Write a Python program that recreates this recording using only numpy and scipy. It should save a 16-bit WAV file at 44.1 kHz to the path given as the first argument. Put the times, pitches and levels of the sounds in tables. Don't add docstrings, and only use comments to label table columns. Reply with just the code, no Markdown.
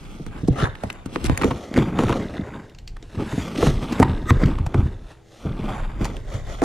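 import sys
import numpy as np
from scipy import signal
from scipy.fft import rfft, irfft, next_fast_len
from scipy.io import wavfile
from scipy.ndimage import uniform_filter1d, map_coordinates

SR = 44100
rng = np.random.default_rng(int(sys.argv[2]) if len(sys.argv) > 2 else 0)


def inscribe(sig):
    pcm = np.round(np.clip(np.atleast_2d(sig).T, -1, 1) * 32767)
    wavfile.write(sys.argv[1], SR, pcm.astype(np.int16))


N = 292816
TIME = np.arange(N) / SR


def from_db(db):
    return 10 ** (np.asarray(db) / 20)


def rms_one(x):
    return x / np.sqrt(np.mean(x ** 2) + 1e-20)


def peak_one(x):
    return x / (np.abs(x).max() + 1e-20)


def evened(x):
    return x / np.sqrt(uniform_filter1d(x ** 2, size=SR // 10) + 1e-12)


def gains(rows):
    times, *columns = np.transpose(rows)
    return [from_db(np.interp(TIME, times, levels)) for levels in columns]


def add(track, start_s, sound):
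    at = max(round(start_s * SR), 0)
    track[..., at:at + sound.shape[-1]] += sound[..., :max(N - at, 0)]


def coloured(x, spectrum):
    size = next_fast_len(N + 4096)
    hz, db = np.transpose(spectrum)
    bins = np.maximum(np.arange(size // 2 + 1) * SR / size, 1)
    response = from_db(np.interp(np.log(bins), np.log(hz), db))
    return irfft(rfft(x, size) * response, size)[..., :N]


def butter(x, hz, kind, order=2):
    sections = signal.butter(order, np.clip(hz, 10, .45 * SR), kind, fs=SR, output="sos")
    return signal.sosfilt(sections, x)


def resonance(x, hz, width_hz):
    r = np.exp(-np.pi * width_hz / SR)
    numerator = np.array([1, 0, -1]) * (1 - r * r) / 2
    return signal.lfilter(numerator, [1, -2 * r * np.cos(2 * np.pi * hz / SR), r * r], x)


def drift(rate, size=N):
    knots = rng.standard_normal(4000)
    return np.interp(np.arange(size) / SR * rate, np.arange(len(knots)), knots)


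def slips(per_s, spread_db, size=N):
    sizes = from_db(spread_db * np.minimum(rng.exponential(1, size), 4)) * rng.choice([-1, 1], size)
    return rms_one(sizes * (rng.random(size) < per_s / SR))


def scattered(x, decay_s, rate):
    t, out = np.arange(512) / SR, 0
    shares = np.array([drift(rate) for _ in range(4)])
    for share in shares / np.linalg.norm(shares, axis=0):
        response = rfft(rng.standard_normal(len(t)) * np.exp(-t / decay_s), 4096)
        paths = irfft(response / np.abs(response))[:1024]
        out = out + share * signal.oaconvolve(x, paths)[:N]
    return out


# [dB, relative]
HUM_PARTIALS = [(118.4, -55), (261, -69), (328.4, -59.5), (414.5, -61.5), (479.1, -65), (660, -73),
                (721.4, -66), (796.7, -67), (850.6, -68), (888.2, -86)]
# [dB per Hz, relative]
FAN_SPECTRUM = [(50, -16), (130, -4), (230, 12.5), (500, 11.5), (850, -9), (1050, -26), (7500, -13),
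                (16000, -27)]


def distant_fan(air_db, hum_db, waver, apart):
    hum = 0
    for hz, db in HUM_PARTIALS:
        port_phase = apart * hz / 500 * (1 + 0.13 * drift(1)) * np.array([[1], [-1]])
        phase = 2 * np.pi * hz * TIME + waver * drift(1.56) + port_phase
        hum = hum + from_db(db + 2 * drift(2.13)) * np.sqrt(2) * np.sin(phase)
    whirr = rms_one(coloured(rng.standard_normal((2, N)), FAN_SPECTRUM))
    return from_db(hum_db) * hum + from_db(air_db) * whirr


# [dB per Hz, relative]
ROOM_AIR_SPECTRUM = [(20, -5), (60, -9), (200, -9), (800, -76), (2000, -32), (7000, -39.5), (16000, -78)]


def background(air_db):
    return from_db(air_db) * rms_one(coloured(rng.standard_normal(N), ROOM_AIR_SPECTRUM))


# start_s [s, hardest press], swell_s [s],
# fade_s [s], rasp_db [dB, relative], drone_db [dB re rasp], hiss_db [dB re rasp], before the friction mix
STROKES = [(0.12, 1, 0.3, -56.5, 10, 3.5), (0.35, 0.21, 0.45, -46, 7.5, -9.5),
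           (0.63, 0.11, 0.096, -29, 9, -15.5), (0.86, 0.22, 0.41, -45, 5.5, -9),
           (1.151, 0.042, 0.028, -41.5, 10, -1.5), (1.255, 0.14, 1, -40.5, 7.5, -4.5),
           (1.455, 0.075, 0.15, -36, 17.5, -5.5), (1.783, 0.053, 0.15, -30, 13.5, -10),
           (2.0, 0.029, 0.18, -36, 19.5, -3.5), (2.11, 0.28, 0.21, -29.5, 11, -13),
           (2.35, 0.15, 0.17, -35, 6.5, -19), (2.55, 0.2, 0.18, -41, 9.5, -12),
           (3.181, 0.077, 0.37, -37, 10, -34), (3.409, 0.27, 0.13, -48.5, 14.5, 11.5),
           (3.658, 0.13, 0.087, -25.5, 9, -6), (3.94, 0.67, 0.33, -36.5, 7.5, -8),
           (4.03, 0.05, 0.34, -34.5, 14.5, -20), (4.317, 0.052, 0.074, -35.5, 17, -11.5),
           (4.439, 0.26, 0.29, -34.5, 8, -13), (4.785, 0.11, 0.22, -40, 14, -9.5),
           (5.11, 0.13, 0.11, -49, 7, -5), (5.408, 0.23, 0.29, -63, -4, 10.5),
           (5.47, 0.027, 0.46, -41, 11.5, -33), (5.73, 0.32, 0.32, -36.5, 3.5, -10.5),
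           (6.026, 0.06, 0.23, -38.5, 10.5, -6.5), (6.35, 0.1, 0.1, -38, 4.5, -5.5),
           (6.51, 0.095, 0.24, -38, 2.5, -6)]
STROKE_RANGE_DB = 18


def hand_pressure():
    power = np.zeros((3, N))
    for start_s, swell_s, fade_s, db, drone_db, hiss_db in STROKES:
        away = np.maximum((start_s - TIME) / swell_s, (TIME - start_s) / fade_s)
        lifted = np.maximum(away - 1, 0) ** 2
        press_db = db - STROKE_RANGE_DB * np.minimum(away + lifted, 10)
        power += np.outer(from_db([0, drone_db, hiss_db]), from_db(press_db)) ** 2
    return np.sqrt(power)


# [dB per Hz, relative]
DRONE_SPECTRUM = [(70, -20), (140, -2), (200, 3.5), (270, -0.5), (430, -4.5), (600, -26), (4000, -82)]
RASP_SPECTRUM = [(250, -22), (540, 8.5), (720, 1.5), (900, -1), (1100, -1), (1400, -5), (1750, -11.5),
                 (2100, -13), (2800, -18.5), (15000, -84)]
HISS_SPECTRUM = [(300, 4.5), (3300, 3), (4800, -2.5), (7000, -4.5), (10000, -11.5), (13000, -17),
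                 (16000, -55)]
FLUTES_PER_S = 64.8


def rubbing(pressure, grip_db, flicker_db, flute_db, drone_db, rasp_db, hiss_db):
    rasp, drone, hiss = pressure
    flutes = np.cumsum(FLUTES_PER_S * (1 + .5 * drift(40))) / SR
    grip = from_db(grip_db * drift(70) + flute_db * np.cos(2 * np.pi * flutes))
    fibres = slips(per_s=1800, spread_db=0.0) * grip
    panels = rms_one(coloured(slips(per_s=900, spread_db=0.5) * grip, DRONE_SPECTRUM))
    liner = rms_one(coloured(fibres * from_db(flicker_db * drift(260)), RASP_SPECTRUM))
    skin = rms_one(coloured(fibres + 0.96 * rng.standard_normal(N), HISS_SPECTRUM))
    drone_sound = from_db(drone_db) * drone * panels
    rasp_sound = from_db(rasp_db) * rasp * liner
    return drone_sound + rasp_sound + from_db(hiss_db) * hiss * skin


def crunching(pressure, per_s, level_db, damping, top_hz):
    rasp, drone, hiss = pressure
    liner_hz = (735, 1150, 1570, 2020, 3570)
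    grains = sum(resonance(slips(per_s=per_s, spread_db=0.0), hz, damping * hz) for hz in liner_hz)
    return from_db(level_db) * rasp * rms_one(butter(grains, top_hz, "low"))


def hollow(x):
    return .9 * x + .44 * scattered(x, decay_s=.0013, rate=9)


# [dB, relative]
SWAY = [(0.0, -43.5), (0.5, -33), (1.0, -47), (1.35, -43), (1.68, -65), (2.1, -32), (2.5, -61), (2.86, -36),
        (3.0, -39.5), (3.55, -45), (3.74, -18.5), (3.9, -42), (4.08, -31), (4.5, -23), (4.85, -38.5),
        (5.02, -35), (5.3, -71), (5.52, -28.5), (6.64, -32.5)]
# [dB per Hz, relative]
SWAY_SPECTRUM = [(12, -21), (25, 23.5), (38, 17.5), (60, 10.5), (110, -22), (800, -100)]


def swaying(pressure, air_db, boom_db, hand_boom_db, blow_boom_db, boom_t60, cavity_hz, width_hz):
    rasp, drone, hiss = pressure
    sway, = gains(SWAY)
    pushes = rms_one(coloured(rng.standard_normal(N), SWAY_SPECTRUM))
    jolts = slips(per_s=75, spread_db=1.0)
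    cavity = evened(butter(resonance(jolts, cavity_hz, width_hz), 2 * cavity_hz, "low", order=4))
    t = np.arange(SR // 2) / SR
    power = (from_db(boom_db) * sway) ** 2 + (from_db(hand_boom_db) * drone) ** 2
    for start_s, db, hz in blows():
        decay = from_db(db + blow_boom_db - 60 * t / boom_t60)
        onset = np.minimum(t * cavity_hz, 1)
        add(power, start_s, (decay * onset * cavity_hz / hz) ** 2)
    return from_db(air_db) * sway * pushes + np.sqrt(power) * cavity


# [Hz, struck spot]
KNOCKS = [(.196, -25.5, 209), (.433, -14.5, 147), (.483, -10, 385), (.485, -3, 192), (.625, -10.5, 159),
          (1.243, -14.5, 206), (1.416, -15.5, 292), (1.714, -19, 230), (1.931, -15.5, 240),
          (2.393, -12, 197), (3.028, -35, 308), (3.173, -17, 143), (3.33, -15.5, 156), (3.379, -11, 215),
          (3.584, -12.5, 258), (4.001, -7.5, 452), (4.021, -7, 133), (4.093, -11, 89.5),
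          (4.433, -4.5, 123.8), (4.596, -11.5, 70), (4.784, -10.5, 95), (4.824, -11.5, 61.2),
          (5.449, -15.5, 136), (6.013, -13, 123.5), (6.344, -17.5, 98.4)]
REBOUND_CYCLES, REBOUND_LOSS_DB, REBOUND_PITCH_RATIO = 3.8, 11.5, 0.67


def blows():
    first = list(KNOCKS) + [(s, thud_db, hz) for s, _, _, _, thud_db, hz, _ in BUCKLES]
    rebounds = [(s + REBOUND_CYCLES / hz, db - REBOUND_LOSS_DB, hz * REBOUND_PITCH_RATIO)
                for s, db, hz in first]
    return first + rebounds


# [dB, relative]
PANEL_MODES = [(86, -3.5), (130, 0.5), (158, -10.5), (192, -2), (258, 1), (290, -1.5), (340, -1.5),
               (415, -2), (480, 3.5), (684, 2), (900, -11.5)]


def knocks(level_db, reach_octaves, chance_db, spot_t60, modes_db, lowest_t60, yield_cycles, top_ratio):
    out, t = np.zeros(N), np.arange(SR // 3) / SR
    hz, mode_db = np.transpose(PANEL_MODES)
    t60 = lowest_t60 * np.sqrt(hz[0] / hz)
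    rings = np.sin(2 * np.pi * np.outer(hz, t)) * from_db(-60 * np.outer(1 / t60, t))
    for start_s, db, spot_hz in blows():
        chance = chance_db * rng.standard_normal(len(hz))
        strength = from_db(mode_db + chance) * rng.choice([-1, 1], len(hz))
        nearness = 1 / (1 + (np.log2(hz / spot_hz) / reach_octaves) ** 2)
        modes = strength * nearness @ rings
        spot = np.sin(2 * np.pi * spot_hz * t) * from_db(-60 * t / spot_t60)
        push = 1 - np.exp(-t * spot_hz / yield_cycles)
        swing = push * (peak_one(spot) + from_db(modes_db) * peak_one(modes))
        thud = butter(swing, [spot_hz / 2, top_ratio * spot_hz], "band")
        add(out, start_s, from_db(db + level_db) * peak_one(thud))
    return out


# [dB, relative to the crack's force]
BUCKLES = [(0.265, -23, 1260, 3.5, -23.5, 180, -21), (0.837, -10, 620, -9, -17.5, 144.4, -23.5),
           (1.06, -22.5, 1050, 5.5, -18, 195, -21.5), (1.1596, -5.5, 1150, -13, -15, 324, -25.5),
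           (1.297, -6.5, 920, -6, -7, 176, -32), (1.444, -9, 1150, 1.5, -6.5, 275, -23),
           (1.511, -9, 960, -13, -14, 244, -5), (1.776, -10, 1110, -1, -2, 229, -14),
           (1.990, -6, 960, -10.5, -9, 227, -11.5), (2.036, -11.5, 920, -2, -10.5, 238, -17),
           (2.094, -7, 880, -9, -11.5, 268, -6), (2.127, -11, 990, -11, -13, 208, -13),
           (3.6275, -8.5, 1010, -12, -4.5, 346, -12), (3.669, -6, 770, -7, -5.5, 154, -14),
           (4.0, -4.5, 640, -0.5, 0, 201, -20), (4.3067, 1, 1050, -18, -4.5, 131, -24),
           (4.7448, -9, 790, -11, -8.5, 128, -19), (6.619, -13, 1200, -3, -8.5, 317, -9)]
# [dB, relative]
TICKS = [(.754, -21, 1900, -2.5), (.902, -11, 1810, -2), (.928, -23.5, 2550, 9), (1.243, -10.5, 3580, 5),
         (1.261, -12, 3970, -18), (1.376, -5.5, 1950, 7), (1.415, -8, 1080, -10), (1.422, -10.5, 1600, 0),
         (1.435, -6, 950, -18), (1.7412, -13, 1750, -2), (1.77, -19, 2020, -17), (1.788, -12, 1810, -5),
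         (2.084, -14, 1500, -7), (2.104, -10.5, 950, -10), (2.968, -28.5, 1150, -1),
         (3.5597, -17.5, 2070, -19), (4.023, -14, 760, -4), (4.031, -4.5, 1050, -23),
         (4.587, -19.5, 1090, -5), (4.665, -13.5, 800, 0), (6.054, -9.5, 740, 0.5), (6.168, -21, 2500, 1)]


def breaks(tick_splinter_db):
    snaps = [(*tick, tick_splinter_db) for tick in TICKS]
    creases = [(s, db, hz, bright_db, splinter_db) for s, db, hz, bright_db, _, _, splinter_db in BUCKLES]
    return snaps + creases


def cracks(level_db, damping, tick_splinter_db, splinter_cycles, strain_cycles, treble_db):
    lead = SR // 50
    out, t = np.zeros(N), np.arange(-lead, 2 * lead) / SR
    for start_s, db, hz, bright_db, splinter_db in breaks(tick_splinter_db):
        away = np.where(t < 0, -t / strain_cycles, t / splinter_cycles)
        splintering = from_db(splinter_db - 60 * hz * away)
        force = (t == 0) + splintering * slips(per_s=4900, spread_db=4.0, size=len(t))
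        body = peak_one(butter(resonance(force, hz, damping * hz), 3.44 * hz, "low", order=3))
        edge = peak_one(butter(force, [3500, 9500], "band"))
        crack = peak_one(body + from_db(bright_db + treble_db) * edge)
        add(out, start_s + t[0], from_db(db + level_db) * crack)
    return out


FLAP_PITCHES = [905, 1268, 1867]


def flaps_ringing(x, ring_db, width_hz):
    return x + from_db(ring_db) * sum(resonance(x, hz, width_hz) for hz in FLAP_PITCHES)


# start_s [s], length_s [s], level_db [dB, relative],
# pitch_hz [Hz, before glide and wander], treble_db [dB re rasp]
SCRAPES = [(0.474, 0.017, -28, 920, -8.5), (.547, 0.14, -22.5, 1210, -22.5),
           (1.234, 0.047, -32, 1840, -4.5), (1.759, 0.021, -25, 1700, -12),
           (3.572, 0.014, -23.5, 1770, -15), (3.607, 0.084, -36, 786, -6), (4.016, 0.022, -10.5, 760, -23),
           (4.428, 0.023, -26, 1420, -39), (4.744, 0.11, -38.5, 1080, -26), (5.668, 0.067, -32, 570, -21),
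           (5.721, 0.1, -37, 844, -17), (6.624, 0.024, -19, 910, -16)]


def scrapes(damping, chatter_db, crest, flute_db, unevenness, glide, wander, overtone_db, overtone_ratio):
    out, size = np.zeros(N), SR // 5
    for start_s, length, db, hz, bright_db in SCRAPES:
        pressure = np.interp(np.arange(size) / SR / length, [0, np.clip(crest, .1, .9), 1], [0, 1, 0])
        flute_rate = FLUTES_PER_S * (1 + unevenness * drift(64, size=size))
        flutes = np.cumsum(flute_rate) / SR + rng.random()
        catching_db = flute_db * np.cos(2 * np.pi * flutes) + chatter_db * drift(306.0, size=size)
        force = slips(per_s=1100, spread_db=2.0, size=size) * from_db(catching_db)
        rasp = rms_one(butter(resonance(force, hz, damping * hz), 2 * hz, "low", order=3))
        over_hz = overtone_ratio * hz
        overtone = rms_one(butter(resonance(force, over_hz, 2 * damping * hz), over_hz, "low", order=3))
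        rasp = rasp + from_db(overtone_db) * pressure * overtone
        speed = 1 + glide * (pressure - .5) + wander * drift(FLUTES_PER_S, size=size)
        rasp = map_coordinates(rasp, [np.cumsum(speed)], mode="mirror")
        hiss = rms_one(butter(butter(force, [3000, 10500], "band", order=3), 6700, "low", order=1))
        add(out, start_s, from_db(db) * (rasp + from_db(bright_db) * hiss) * pressure)
    return out


GUST_S, GUST_WIDTH_S = 1.29, 0.047


def gust(level_db, top_hz):
    eddies = butter(butter(rng.standard_normal((2, N)), top_hz, "low", order=4), 22, "high")
    return from_db(level_db) * rms_one(eddies) * np.exp(-((TIME - GUST_S) / GUST_WIDTH_S) ** 2)


# start_s [s], level_db [dB peak, relative], treble_db [dB re folds]
CRINKLES = [(2.697, -40, -6), (2.749, -36.5, -16), (2.787, -30, -14), (2.877, -25, -14), (3.027, -32, -19),
            (3.924, -23, -7.5), (4.459, -23.5, -11), (6.046, -20.5, -11)]
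# [dB, relative]
PAPER_FOLDS = [(2100, -10), (2950, 1.5), (4100, 2.5), (5400, -2.5), (6800, -1.5)]


def packing_paper(level_db, rise_s, fall_s, settle_db, settle_s, damping):
    lead = SR // 50
    out, t = np.zeros(N), np.arange(-lead, 4 * lead) / SR
    pop = np.exp(-np.abs(t) / np.where(t < 0, rise_s, fall_s))
    rustle = np.exp(-np.abs(t) / np.where(t < 0, fall_s, settle_s))
    swell = pop + from_db(settle_db) * rustle
    for start_s, db, bright_db in CRINKLES:
        force = swell * slips(per_s=5000, spread_db=0.5, size=len(t))
        folds = 0
        for hz, fold_db in PAPER_FOLDS:
            fold_hz = hz * (1 + 0.054 * rng.standard_normal())
            folds = folds + from_db(fold_db) * resonance(force, fold_hz, damping * hz)
        fizz = butter(force, [5000, 12000], "band")
        crinkle = peak_one(butter(folds, 6100, "low")) + from_db(bright_db) * peak_one(fizz)
        add(out, start_s + t[0], from_db(db + level_db) * peak_one(crinkle))
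    return out


# [dB, relative]
SQUEAK_MODES = [(1250, -1.5), (1890, -6), (3600, -16), (6360, -16.5), (7600, -16), (12000, -25)]
SQUEAK_END_S = 4.305


def squeak(level_db, swell_s, release_s, damping):
    force = slips(per_s=7400, spread_db=1.5)
    voice = 0
    for hz, db in SQUEAK_MODES:
        mode = resonance(resonance(force, hz, damping * hz), hz, damping * hz)
        voice = voice + from_db(db) * rms_one(mode)
    away = np.maximum((SQUEAK_END_S - TIME) / swell_s, (TIME - SQUEAK_END_S) / release_s)
    return from_db(level_db) * rms_one(voice) * np.exp(-np.minimum(away, 20))


ROOM_T60_S = 0.71


def room(x, wet_db, wall_hz):
    t = np.arange(SR // 2) / SR
    tail = rng.standard_normal(len(t)) * from_db(-60 * t / ROOM_T60_S) * (t > .004)
    tail = butter(tail / np.sqrt(np.sum(tail ** 2)), wall_hz, "low")
    return from_db(wet_db) * signal.oaconvolve(x, tail)[:N]


# [dB, side signal gain]
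STEREO_WIDTH = [(0, 3), (1.42, 3), (1.85, -18.5), (2.9, -40), (3.4, -49), (5.3, -42), (5.75, -5), (6.64, 1)]
# [dB side re mid, before the stereo width]
SIDE_SPECTRUM = [(60, -46), (200, -16), (400, -15.5), (700, -3), (4000, -7), (9000, 1)]


def two_ports(x, low_side_db, low_side_hz):
    width, = gains(STEREO_WIDTH)
    paths = scattered(x, decay_s=0.0022, rate=15)
    low_side = from_db(low_side_db) * butter(paths, low_side_hz, "low", order=3) * width ** 2
    side = coloured(paths, SIDE_SPECTRUM) * width + low_side
    return x + side * np.array([[1], [-1]])


def scene():
    pressure = hand_pressure()
    friction = rubbing(pressure, grip_db=3.0, flicker_db=0.5, flute_db=1.0,
                       drone_db=-1.5, rasp_db=-0.5, hiss_db=1.5)
    friction = friction + crunching(pressure, per_s=32, level_db=-7.5, damping=0.1, top_hz=2560)
    dragged = scrapes(damping=0.5, chatter_db=2.0, crest=0.54, flute_db=3.0, unevenness=0.43, glide=0.173,
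                      wander=0.09, overtone_db=-10.5, overtone_ratio=2.4)
    friction = hollow(friction + dragged)
    friction = friction + squeak(level_db=-17.5, swell_s=0.012, release_s=0.0016, damping=0.14)
    thuds = knocks(level_db=-0.47, reach_octaves=0.88, chance_db=6.0, spot_t60=0.032, modes_db=1.0,
                   lowest_t60=0.15, yield_cycles=0.082, top_ratio=3.25)
    snaps = cracks(level_db=-4.5, damping=0.45, tick_splinter_db=-21, splinter_cycles=31.6,
                   strain_cycles=15, treble_db=-6.5)
    paper = packing_paper(level_db=-2.0, rise_s=.001, fall_s=0.0018, settle_db=-11, settle_s=0.019,
                          damping=0.21)
    box = flaps_ringing(friction + snaps, ring_db=-11, width_hz=37) + thuds + paper
    rumble = swaying(pressure, air_db=-0.5, boom_db=-6.5, hand_boom_db=-8.0, blow_boom_db=-1.5,
                     boom_t60=0.19, cavity_hz=66.8, width_hz=111)
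    heard = box + room(box, wet_db=-16, wall_hz=4000) + rumble + background(air_db=-56.5)
    ports = two_ports(heard, low_side_db=-12.5, low_side_hz=88.5)
    ports = ports + gust(level_db=-19.5, top_hz=95)
    return ports + distant_fan(air_db=-60.5, hum_db=-4.0, waver=0.5, apart=0.15)


CUTOFF_HZ = 15700


def record(dry):
    rounded = 1.183 * np.tanh(dry / 1.184)
    top_cut = signal.ellip(10, .2, 80, CUTOFF_HZ, fs=SR, output="sos")
    return signal.sosfilt(top_cut, rounded)


dry = scene()
out = record(dry)
inscribe(out)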